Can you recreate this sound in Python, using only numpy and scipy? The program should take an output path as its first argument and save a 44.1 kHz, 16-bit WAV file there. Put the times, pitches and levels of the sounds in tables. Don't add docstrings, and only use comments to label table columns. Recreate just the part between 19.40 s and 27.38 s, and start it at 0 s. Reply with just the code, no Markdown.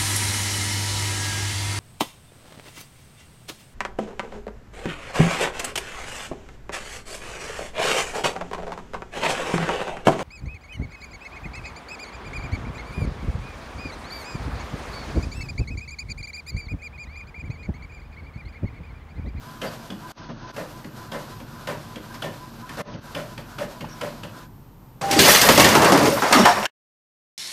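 import sys
import numpy as np
from scipy import signal
from scipy.fft import rfft, irfft, next_fast_len
from scipy.io import wavfile
from scipy.ndimage import map_coordinates

SR = 44100
rng = np.random.default_rng(int(sys.argv[2]) if len(sys.argv) > 2 else 0)


def wav_record(signal):
    frames = np.transpose(np.atleast_2d(signal))
    bounded = np.clip(frames, -1, 1)
    quanta = np.round(bounded * 32767).astype(np.int16)
    wavfile.write(sys.argv[1], SR, quanta)


N = 351853


# start_s, length_s, whine_db
SWEEPS = [(0.038, 0.25, -41.5), (0.369, 0.13, -45), (0.608, 0.097, -39.5), (0.77, 0.12, -41),
          (1, 0.17, -41), (1.309, 0.14, -43), (1.557, 0.17, -40), (1.868, 0.14, -41.5), (2.103, 0.2, -43.5),
          (2.441, 0.14, -46), (2.659, 0.1, -40), (2.976, 0.15, -39.5), (3.191, 0.19, -43),
          (3.469, 0.068, -43), (3.633, 0.094, -41), (3.88, 0.12, -46), (4.085, .1, -47),
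          (4.321, 0.084, -46), (4.517, 0.11, -47), (4.747, 0.087, -46.5), (4.93, 0.17, -47)]
# multiple of the whine pitch, level_db
MOTOR_ORDERS = [(1 / 3, -9), (1, 0), (1.57, -13), (5, -20)]
# pitch_hz, width_hz, level_db
BELT_CASE_MODES = [(1210, 150, 5), (1540, 270, 8)]
# pitch_hz, density_db
RUSH_SPECTRUM = [(180, -29), (300, -8.5), (424, -10), (674, -6), (850, -9), (1000, -4), (1090, -7.5),
                 (1440, -9.5), (2070, -17.5), (4430, -17), (9970, -27.5), (13000, -24.5), (15600, -44.5)]
# pitch_hz, width_hz, level_db
DRONE_MODES = [(103.5, 23.5, 0.5), (154, 45, -1.5), (231, 10, 6.5), (315, 57, -7.5)]
# start_s, click_db, click_pitch_hz, case_ring_db, scrape_db, thump_db
FEEDS = [(0.215, -21, 3140, -29.5, -28, -37), (0.5008, -24.5, 3260, -43.5, -63, -33),
         (0.8892, -39, 1920, -44.5, -43, -34.5), (1.163, -27, 2760, -31.5, -31.5, -39.5),
         (1.4425, -32, 1910, -48, -63, -35.5), (1.7169, -27, 3350, -31.5, -29, -38.5),
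         (1.999, -34.5, 2480, -43.5, -47, -41), (2.2709, -22, 3270, -29.5, -26.5, -36),
         (2.5565, -28, 3200, -39, -64, -35.5), (2.7412, -32, 5060, -60, -33, -45),
         (2.82, -19.5, 3310, -30.5, -31.5, -35), (3.2908, -25.5, 1900, -67, -35, -40),
         (3.3714, -43, 1900, -29.5, -28.5, -33.5), (3.5357, -35, 2770, -41.5, -47, -36.5),
         (3.7469, -20.5, 3050, -30.5, -30.5, -35.5), (3.9761, -24.5, 2200, -40.5, -48, -38.5),
         (4.1839, -22.5, 2730, -28, -33.5, -37), (4.4057, -25.5, 2530, -39.5, -40.5, -35.5),
         (4.4446, -36.5, 2520, -48.5, -60, -60), (4.487, -42, 5530, -60, -39, -50),
         (4.6098, -18, 2330, -29, -45, -37), (4.8314, -25.5, 2770, -38.5, -43, -37)]
# pitch_hz, width_hz, level_db
GEAR_MODES = [(1570, 480, -1.5), (2570, 440, 0), (3000, 100, 5.5), (3310, 190, 2), (4680, 810, -3.5),
              (8700, 6000, -17.5)]
# pitch_hz, width_hz, level_db
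CASE_MODES = [(553.4, 88, 7.5), (1070, 39, -8.5), (1740, 114, -11.5)]
# pitch_hz, width_hz, level_db
STAND_MODES = [(152, 27, -1), (237.4, 96, -4.5)]
# pitch_hz, density_db
SCRAPE_SPECTRUM = [(530, -49), (900, -9), (1050, 3), (1200, -6.5), (1730, -5), (1910, -9), (8780, -39),
                   (12900, -32), (15600, -39.5)]
# time_s, level_db
EJECT_LEVELS = [(5.625, -33.5), (5.641, -23.5), (5.793, -22.5), (5.8, -28)]

# start_s, crack_db, low_db, mid_db, mid_pitch_hz
KNOCKS = [(5.6145, -23, -39, -28.5, 776), (5.7009, -30, -19, -33, 760), (5.7112, -6, -51, -31, 750),
          (5.7291, -12, -20, -26, 770), (5.7598, -30, -10, -23, 820), (5.7905, 2, -8.5, -20, 517),
          (5.8494, -5.5, -19, -13.5, 583), (5.8876, -6, -35, -12.5, 1180), (5.9481, 0, -31, -12, 1230),
          (6.0147, 0, -21, -15.5, 950), (6.0881, -0.5, -13, -10, 1100), (6.176, -2, -10.5, -6.5, 555),
          (6.1971, -1, -12.5, -10, 1140), (6.244, -2.5, -13.5, -7, 1820), (6.2889, -7.5, -23, -13.5, 501),
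          (6.351, -4.5, -11, -8.5, 820), (6.3589, -19.5, -12, -17.5, 910), (6.4186, -10, -13.5, -10.5, 610),
          (6.4446, -11.5, -12.5, -13.5, 1590), (6.5203, -7.5, -7, -6, 538), (6.575, -11, -15.5, -20, 1360),
          (6.629, -18, -12.5, -13.5, 513), (6.6544, -13.5, -13, -14.5, 514), (6.8201, -17, -19, -12, 854),
          (6.9094, -23, -18.5, -14.5, 564), (6.9257, -0.5, -17.5, -6.5, 1240), (6.9441, -15, -14, -12, 786),
          (6.9895, -13, -12.5, -11, 630), (7.0532, -6, -21.5, -4, 874), (7.0796, -19, -31, -16, 810),
          (7.2278, -29, -41.5, -21, 1460), (7.2534, -14.5, -31.5, -15, 1650)]
# pitch_hz, width_hz, level_db
CRACK_MODES = [(2300, 600, -1.5), (3300, 780, -1.5), (5450, 860, -5.5)]
# pitch_hz, width_hz, level_db
TRAY_MODES = [(154, 10, -6), (204, 23, -3.5), (264, 33, 3.5), (368, 45, 3)]
# time_s, plastic_db, paper_db over plastic, tray_db over plastic, fine_rustle_db over paper
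CLATTER = [(5.612, -28.5, -6.5, 1.5, -18), (5.692, -27.5, -4.5, 0, -9), (5.716, -26, 0, -4, -33),
           (5.77, -23, -1.5, 0, -14), (5.806, -15, 1.5, -6.5, -5), (5.914, -17, 7, 0, 0),
           (6.0, -20, 4, -5, -3), (6.096, -14, -4, 1.5, 2), (6.2, -18, 2.5, 2, -7),
           (6.4, -17.5, -8.5, 0.5, -7), (6.5, -18, -3.5, 1.5, -9), (6.614, -18, -8, -1.5, -9),
           (6.666, -27, 5, 2, -10), (6.764, -25, -3.5, 1, 1), (6.84, -20, -5.5, -14.5, -12),
           (6.96, -16, -7.5, -20.5, -14), (7.032, -22, -2.5, -7, -15.5), (7.154, -27, -3, -7, -10.5),
           (7.25, -24, -6.5, -22.5, -6)]
# pitch_hz, density_db
BOOM_SPECTRUM = [(24, -53.5), (40, -23), (91, -1), (173, 1), (204, 1.5), (268, -4.5), (484, -3.5),
                 (600, -1), (780, -36.5), (1320, -120)]
# pitch_hz, density_db
PLASTIC_SPECTRUM = [(240, -33.5), (400, -5), (483, -3), (547, 0), (1110, -1.5), (1380, -5), (2040, -10),
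                    (2600, -18.5), (3380, -41.5), (5720, -120)]
# pitch_hz, density_db
PAPER_SPECTRUM = [(1180, -25.5), (2000, -4), (2610, -3.5), (2940, -1), (3210, -3.5), (4880, -2),
                  (6650, -5.5), (13200, -18), (15600, -24.5)]
# pitch_hz, density_db
RUSTLE_SPECTRUM = [(5500, -27), (8000, -8), (13800, -1.5), (14600, -13), (15700, -21)]
METAL_HZ = [14298, 5540]
# time_s, level_db
SQUEAL_LEVELS = [(6.66, -39), (6.8, -48), (6.82, -41), (6.9, -44.5), (7.0, -27.5), (7.06, -32.5),
                 (7.22, -49), (7.25, -40.5), (7.27, -40.5)]
# start_s, length_s, pitch_hz, width_hz (of each of two passes), level_db
BRIEF_TONES = [(0.256, 0.04, 4700, 400, -42), (4.49, 0.068, 5620, 400, -48), (6.317, 0.02, 6400, 200, -28),
               (4.44, .012, 790, 250, -31), (0.887, .03, 820, 820, -39), (6.52, 0.052, 317, 60, -19),
               (6.606, 0.055, 303, 32, -16), (6.62, 0.074, 440, 25, -17.5), (6.676, 0.088, 560, 30, -21.5),
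               (6.923, 0.0614, 250, 25, -16.5), (6.964, 0.079, 210, 30, -15.5),
               (6.964, 0.053, 640, 30, -20), (7.051, 0.076, 720, 46, -17), (7.052, .06, 960, 120, -16.5),
               (6.352, 0.043, 900, 60, -16), (6.925, 0.04, 1230, 88, -18.5), (1.438, .015, 1930, 150, -46),
               (7.095, .13, 205, 20, -32.5)]

# pitch_hz, t60_s
WALLS = [(200, 0.38), (2000, 0.33), (12000, 0.19)]
# pitch_hz, density_db
AIR_SPECTRUM = [(20, -16.5), (45, -6.5), (70, -14.5), (105, -1.5), (135, -2), (200, -12), (320, -16),
                (600, -26.5), (900, -21.5), (2000, -37.5), (6000, -44.5), (11500, -47), (13000, -35),
                (15700, -40.5)]
# pitch_hz, level_db
HUM = [(43.1, -53)]
# start_s, depth_db, hold_s, return_s
DIPS = [(0.725, -22, 0.018, 0.039), (1.121, -13, 0.0018, 0.02), (3.423, -20, 0.018, 0.04),
        (3.602, -8, 0.0019, 0.041)]
# start_s, end_s
DULL_SPANS = [(.765, 1.1), (3.465, 3.59)]
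# time_s, gain_db
CUT = [(0, -0.5), (7.262, -0.5), (7.272, -24.5), (7.3, -31.5), (7.315, -94), (7.33, -140)]
# pitch_hz, gain_db
MIC_RESPONSE = [(20, -1), (14300, -0.5), (14900, -8), (15700, -19.5)]


def carriage():
    lead_s, coast_s = (0.026, 0.1), (0.045, 0.0044)
    ease_s = 0.096
    moving = [(s - lead_s[k % 2], s + length + coast_s[k % 2]) for k, (s, length, _) in enumerate(SWEEPS)]
    going, coming = spans(moving[::2], ease_s), spans(moving[1::2], ease_s)
    motor_on = spans([(-1, 5.07)], 0.073) ** 2

    s, _, _, ring_db, scrape_db, thump_db = np.transpose(FEEDS)
    page_drag = ringdown(s, scrape_db - 11.5, t60=0.28)
    rush = motor_on * (amp(-54.5) + amp(-48) * going + amp(-47.5) * coming + page_drag)
    buzz = motor_on * (amp(-51) * going + ringdown(s, ring_db - 13.5, t60=0.49))
    drone = motor_on * amp(-46.5) + ringdown(s, thump_db - 10, t60=0.41)

    teeth = unit(filtered(rng.standard_normal(N), lambda f: modes(BELT_CASE_MODES)(f) ** 2))
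    lumpy = amp(2.0 * wobble(16)) * rng.standard_normal(N)
    stand = unit(filtered(lumpy, lambda f: modes(DRONE_MODES)(f) * f / (f + 60j)))
    slide = hiss(RUSH_SPECTRUM, lumpy_db=1.5, rate=33)
    return rush * slide + drone * stand + buzz * teeth + whine()


def whine():
    whine_hz, ramp_s = 1012, 0.014
    out = np.zeros(N + SR)
    for s, length, db in SWEEPS:
        t = np.arange(round(length * SR)) / SR
        late = 0.13 * ramp_s * np.exp(-t / ramp_s)
        sag = 0.1 * ramp_s * np.exp((t - length) / ramp_s)
        turn = 2 * np.pi * whine_hz * (t + late - sag)
        peak_db = 7.5 * np.exp(-((t - 0.055) / 0.017) ** 2)
        swell = amp(-8.0 + peak_db) * np.sin(np.pi * t / length) ** 0.2

        def waver(rate):
            return np.interp(t, np.arange(12) / rate, rng.standard_normal(12))

        tones = sum(amp(level + 2.9 * waver(42)) * np.sin(k * (turn + 0.28 * waver(49.0)))
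                    for k, level in MOTOR_ORDERS)
        out[round(s * SR):][:len(t)] += amp(db) * np.sqrt(2) * swell * tones
    return out[:N]


def rollers():
    out, t = np.zeros(N + SR), np.arange(SR // 4) / SR
    for s, click_db, click_hz, ring_db, scrape_db, thump_db in FEEDS:
        swell_s = 0.026 if ring_db > -33 else 0.014
        u = t / swell_s
        push = 0.25 * np.exp(-u) + u ** 2 * np.exp(1 - u ** 1.58)
        snap = amp(-60 * t / 0.036) * (1 - np.exp(-(t / 0.0026) ** 2))
        tooth = modes([(click_hz, 340, 0), (0.43 * click_hz, 130, 1.5)])
        jerk = amp(click_db - 5.0) * burst(snap, modes(GEAR_MODES))
        jerk += amp(click_db - 1.5) * burst(snap ** 1.11, tooth)
        jerk += amp(ring_db) * burst(push ** 0.69, modes(CASE_MODES))
        jerk += amp(thump_db) * burst(push ** 0.36, modes(STAND_MODES))
        jerk += amp(scrape_db - 9) * burst(push, lambda hz: amp(along(SCRAPE_SPECTRUM, hz)))
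        out[round(s * SR):][:len(t)] += jerk
    return out[:N]


def eject():
    turn = 2 * np.pi * 790 * np.arange(N) / SR + 0.49 * wobble(50)
    return gains(EJECT_LEVELS)[0] * amp(1.5 * wobble(70)) * np.sqrt(2) * np.sin(turn)


def knocks():
    out, t = np.zeros(N + SR), np.arange(SR // 4) / SR

    def fall(stretch):
        return amp(-60 * t / (stretch * 0.12)) * (1 - np.exp(-t / 0.00081))

    for s, crack_db, low_db, mid_db, mid_hz in KNOCKS:
        part = modes([(mid_hz, 90, 0), (1.77 * mid_hz, 500, -9)])
        blow = amp(crack_db - 7) * burst(fall(0.36), lambda f: amp(along(PAPER_SPECTRUM, f)))
        blow += amp(crack_db - 13.0) * burst(fall(0.4), modes(CRACK_MODES))
        blow += amp(mid_db - 2.5) * burst(fall(1.07), part)
        blow += amp(low_db - 2.0) * burst(fall(1.27), modes(TRAY_MODES))
        out[round(s * SR):][:len(t)] += blow
    return out[:N]


def clatter():
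    loose_plastic, sheet, tray, fine = gains(CLATTER)
    loose_paper, loose_boom = loose_plastic * sheet, loose_plastic * tray
    s, crack_db, low_db, mid_db, _ = np.transpose(KNOCKS)
    rustle = fine * loose_paper + ringdown(s, crack_db - 22, t60=0.22)

    def settling(loose, kick_db):
        return amp(-2) * loose + ringdown(s, kick_db, t60=0.33)

    plastic = settling(loose_plastic, mid_db - 13.5)
    paper = settling(loose_paper, crack_db - 19)
    boom = settling(loose_boom, low_db - 13.5)

    t = np.arange(N) / SR
    jingle = amp(-21.5) * rustle
    metal = sum(level * amp(3.5 + 2.9 * wobble(32)) * np.sin(2 * np.pi * hz * t + 0.6 * wobble(30))
                for hz, level in zip(METAL_HZ, [jingle, gains(SQUEAL_LEVELS)[0]]))
    snaps = amp(-9) * crackle(count=1500, spread_db=1.0, cycles=9)
    snaps += amp(-8) * crackle(count=250, spread_db=2.5, cycles=40)

    out = amp(-4) * boom * hiss(BOOM_SPECTRUM, lumpy_db=1.0, rate=36)
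    out += amp(-1.0) * plastic * hiss(PLASTIC_SPECTRUM, lumpy_db=2.5, rate=45)
    out += paper * (amp(-4.5) * hiss(PAPER_SPECTRUM, lumpy_db=0.0, rate=91) + snaps)
    out += amp(-8.0) * rustle * hiss(RUSTLE_SPECTRUM, lumpy_db=2.0, rate=120)
    return out + metal


def crackle(count, spread_db, cycles):
    at, pitch, size = rng.random((count, 3)).T
    t = np.arange(900) / SR
    hz = 1500 * 6.5 ** pitch[:, None]
    level = amp(-spread_db * np.log(size + 0.011))[:, None]
    snaps = level * np.sin(2 * np.pi * hz * t) * np.exp(-hz * t / cycles)
    where = ((5.6 + 1.7 * at[:, None]) * SR).astype(int) + np.arange(len(t))
    out = np.bincount(where.ravel(), snaps.ravel(), N)
    return out / np.sqrt(np.mean(out[out != 0] ** 2))


def brief_tones():
    out = np.zeros(N + SR)
    for s, length, hz, width, db in BRIEF_TONES:
        shape = np.sin(np.linspace(0, np.pi, round(length * SR))) ** 0.58
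        out[round(s * SR):][:len(shape)] += amp(db) * burst(shape, lambda f: modes([(hz, width, 0)])(f) ** 2)
    return out[:N]


def room(x):
    hz, t, z = signal.stft(rng.standard_normal(SR // 2), SR, nperseg=256)
    decay = amp(-60 * t / along(WALLS, hz)[:, None])
    tail = signal.istft(z * decay, SR, nperseg=256)[1]
    delayed = np.pad(x, (300, 0))
    return signal.fftconvolve(delayed, tail / np.linalg.norm(tail))[:N]


def air():
    t = np.arange(N) / SR
    hum = sum(amp(db + 2.5 + 1.5 * wobble(2.9)) * np.sin(2 * np.pi * hz * t + 0.9 * wobble(7.6))
              for hz, db in HUM)
    return amp(-43.5) * hiss(AIR_SPECTRUM, lumpy_db=0.6, rate=11) + hum


def amp(db):
    return 10 ** (np.asarray(db) / 20)


def unit(x):
    return x / np.sqrt(np.mean(x ** 2) + 1e-20)


def along(points, hz):
    f, v = np.transpose(points)
    return np.interp(np.log(hz + 1), np.log(f + 1), v)


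def gains(rows):
    s, *columns = np.transpose(rows)
    t = np.arange(N) / SR
    return [amp(np.interp(t, s, c, left=-140, right=-140)) for c in columns]


def wobble(rate):
    return map_coordinates(rng.standard_normal(int(N * rate / SR) + 4), [np.arange(N) * rate / SR])


def filtered(x, response):
    m = next_fast_len(len(x) + 8192)
    return irfft(rfft(x, m) * response(np.fft.rfftfreq(m, 1 / SR)), m)[:len(x)]


def modes(table):
    def response(f):
        return sum((-1) ** k * amp(db) * 1j * f * w / (c * c - f * f + 1j * f * w)
                   for k, (c, w, db) in enumerate(table))
    return response


def hiss(spectrum, lumpy_db, rate):
    noise = amp(lumpy_db * wobble(rate)) * rng.standard_normal(N)
    return unit(filtered(noise, lambda hz: amp(along(spectrum, hz))))


def burst(shape, response):
    x = filtered(shape * rng.standard_normal(len(shape)), response)
    return x * np.linalg.norm(shape) / np.linalg.norm(x)


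def ringdown(times, db, t60):
    kicks = np.bincount((np.asarray(times) * SR).astype(int), amp(db) * np.ones(len(times)), N)
    return signal.lfilter([1], [1, -amp(-60 / (t60 * SR))], kicks)


def spans(rows, edge):
    t = np.arange(N) / SR
    return np.clip(sum(np.clip(np.minimum(t - a, b - t) / edge + 0.5, 0, 1) for a, b in rows), 0, 1)


def scene():
    hits = rollers() + knocks()
    near = hits + carriage() + eject() + brief_tones() + clatter()
    return (near + amp(-5.5) * room(hits) + air())[None]


def record(dry):
    dull_hz, top_hz, fall_s = 6600, 15725, 0.0071
    t = np.arange(N) / SR
    x = dry[0] / (1 + np.abs(dry[0]) ** 4) ** (1 / 4)
    treble = filtered(x, lambda hz: hz > dull_hz)
    treble_gain = amp(-38 * spans(DULL_SPANS, edge=0.09))
    dips_db = sum(np.interp(t, [s - fall_s, s, s + hold, s + hold + back], [0, db, db, 0])
                  for s, db, hold, back in DIPS)
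    x = (x - treble + treble_gain * treble) * amp(dips_db) * gains(CUT)[0]
    return filtered(x, lambda hz: amp(along(MIC_RESPONSE, hz)) * (hz < top_hz))[None]


dry = scene()
out = record(dry)
wav_record(out)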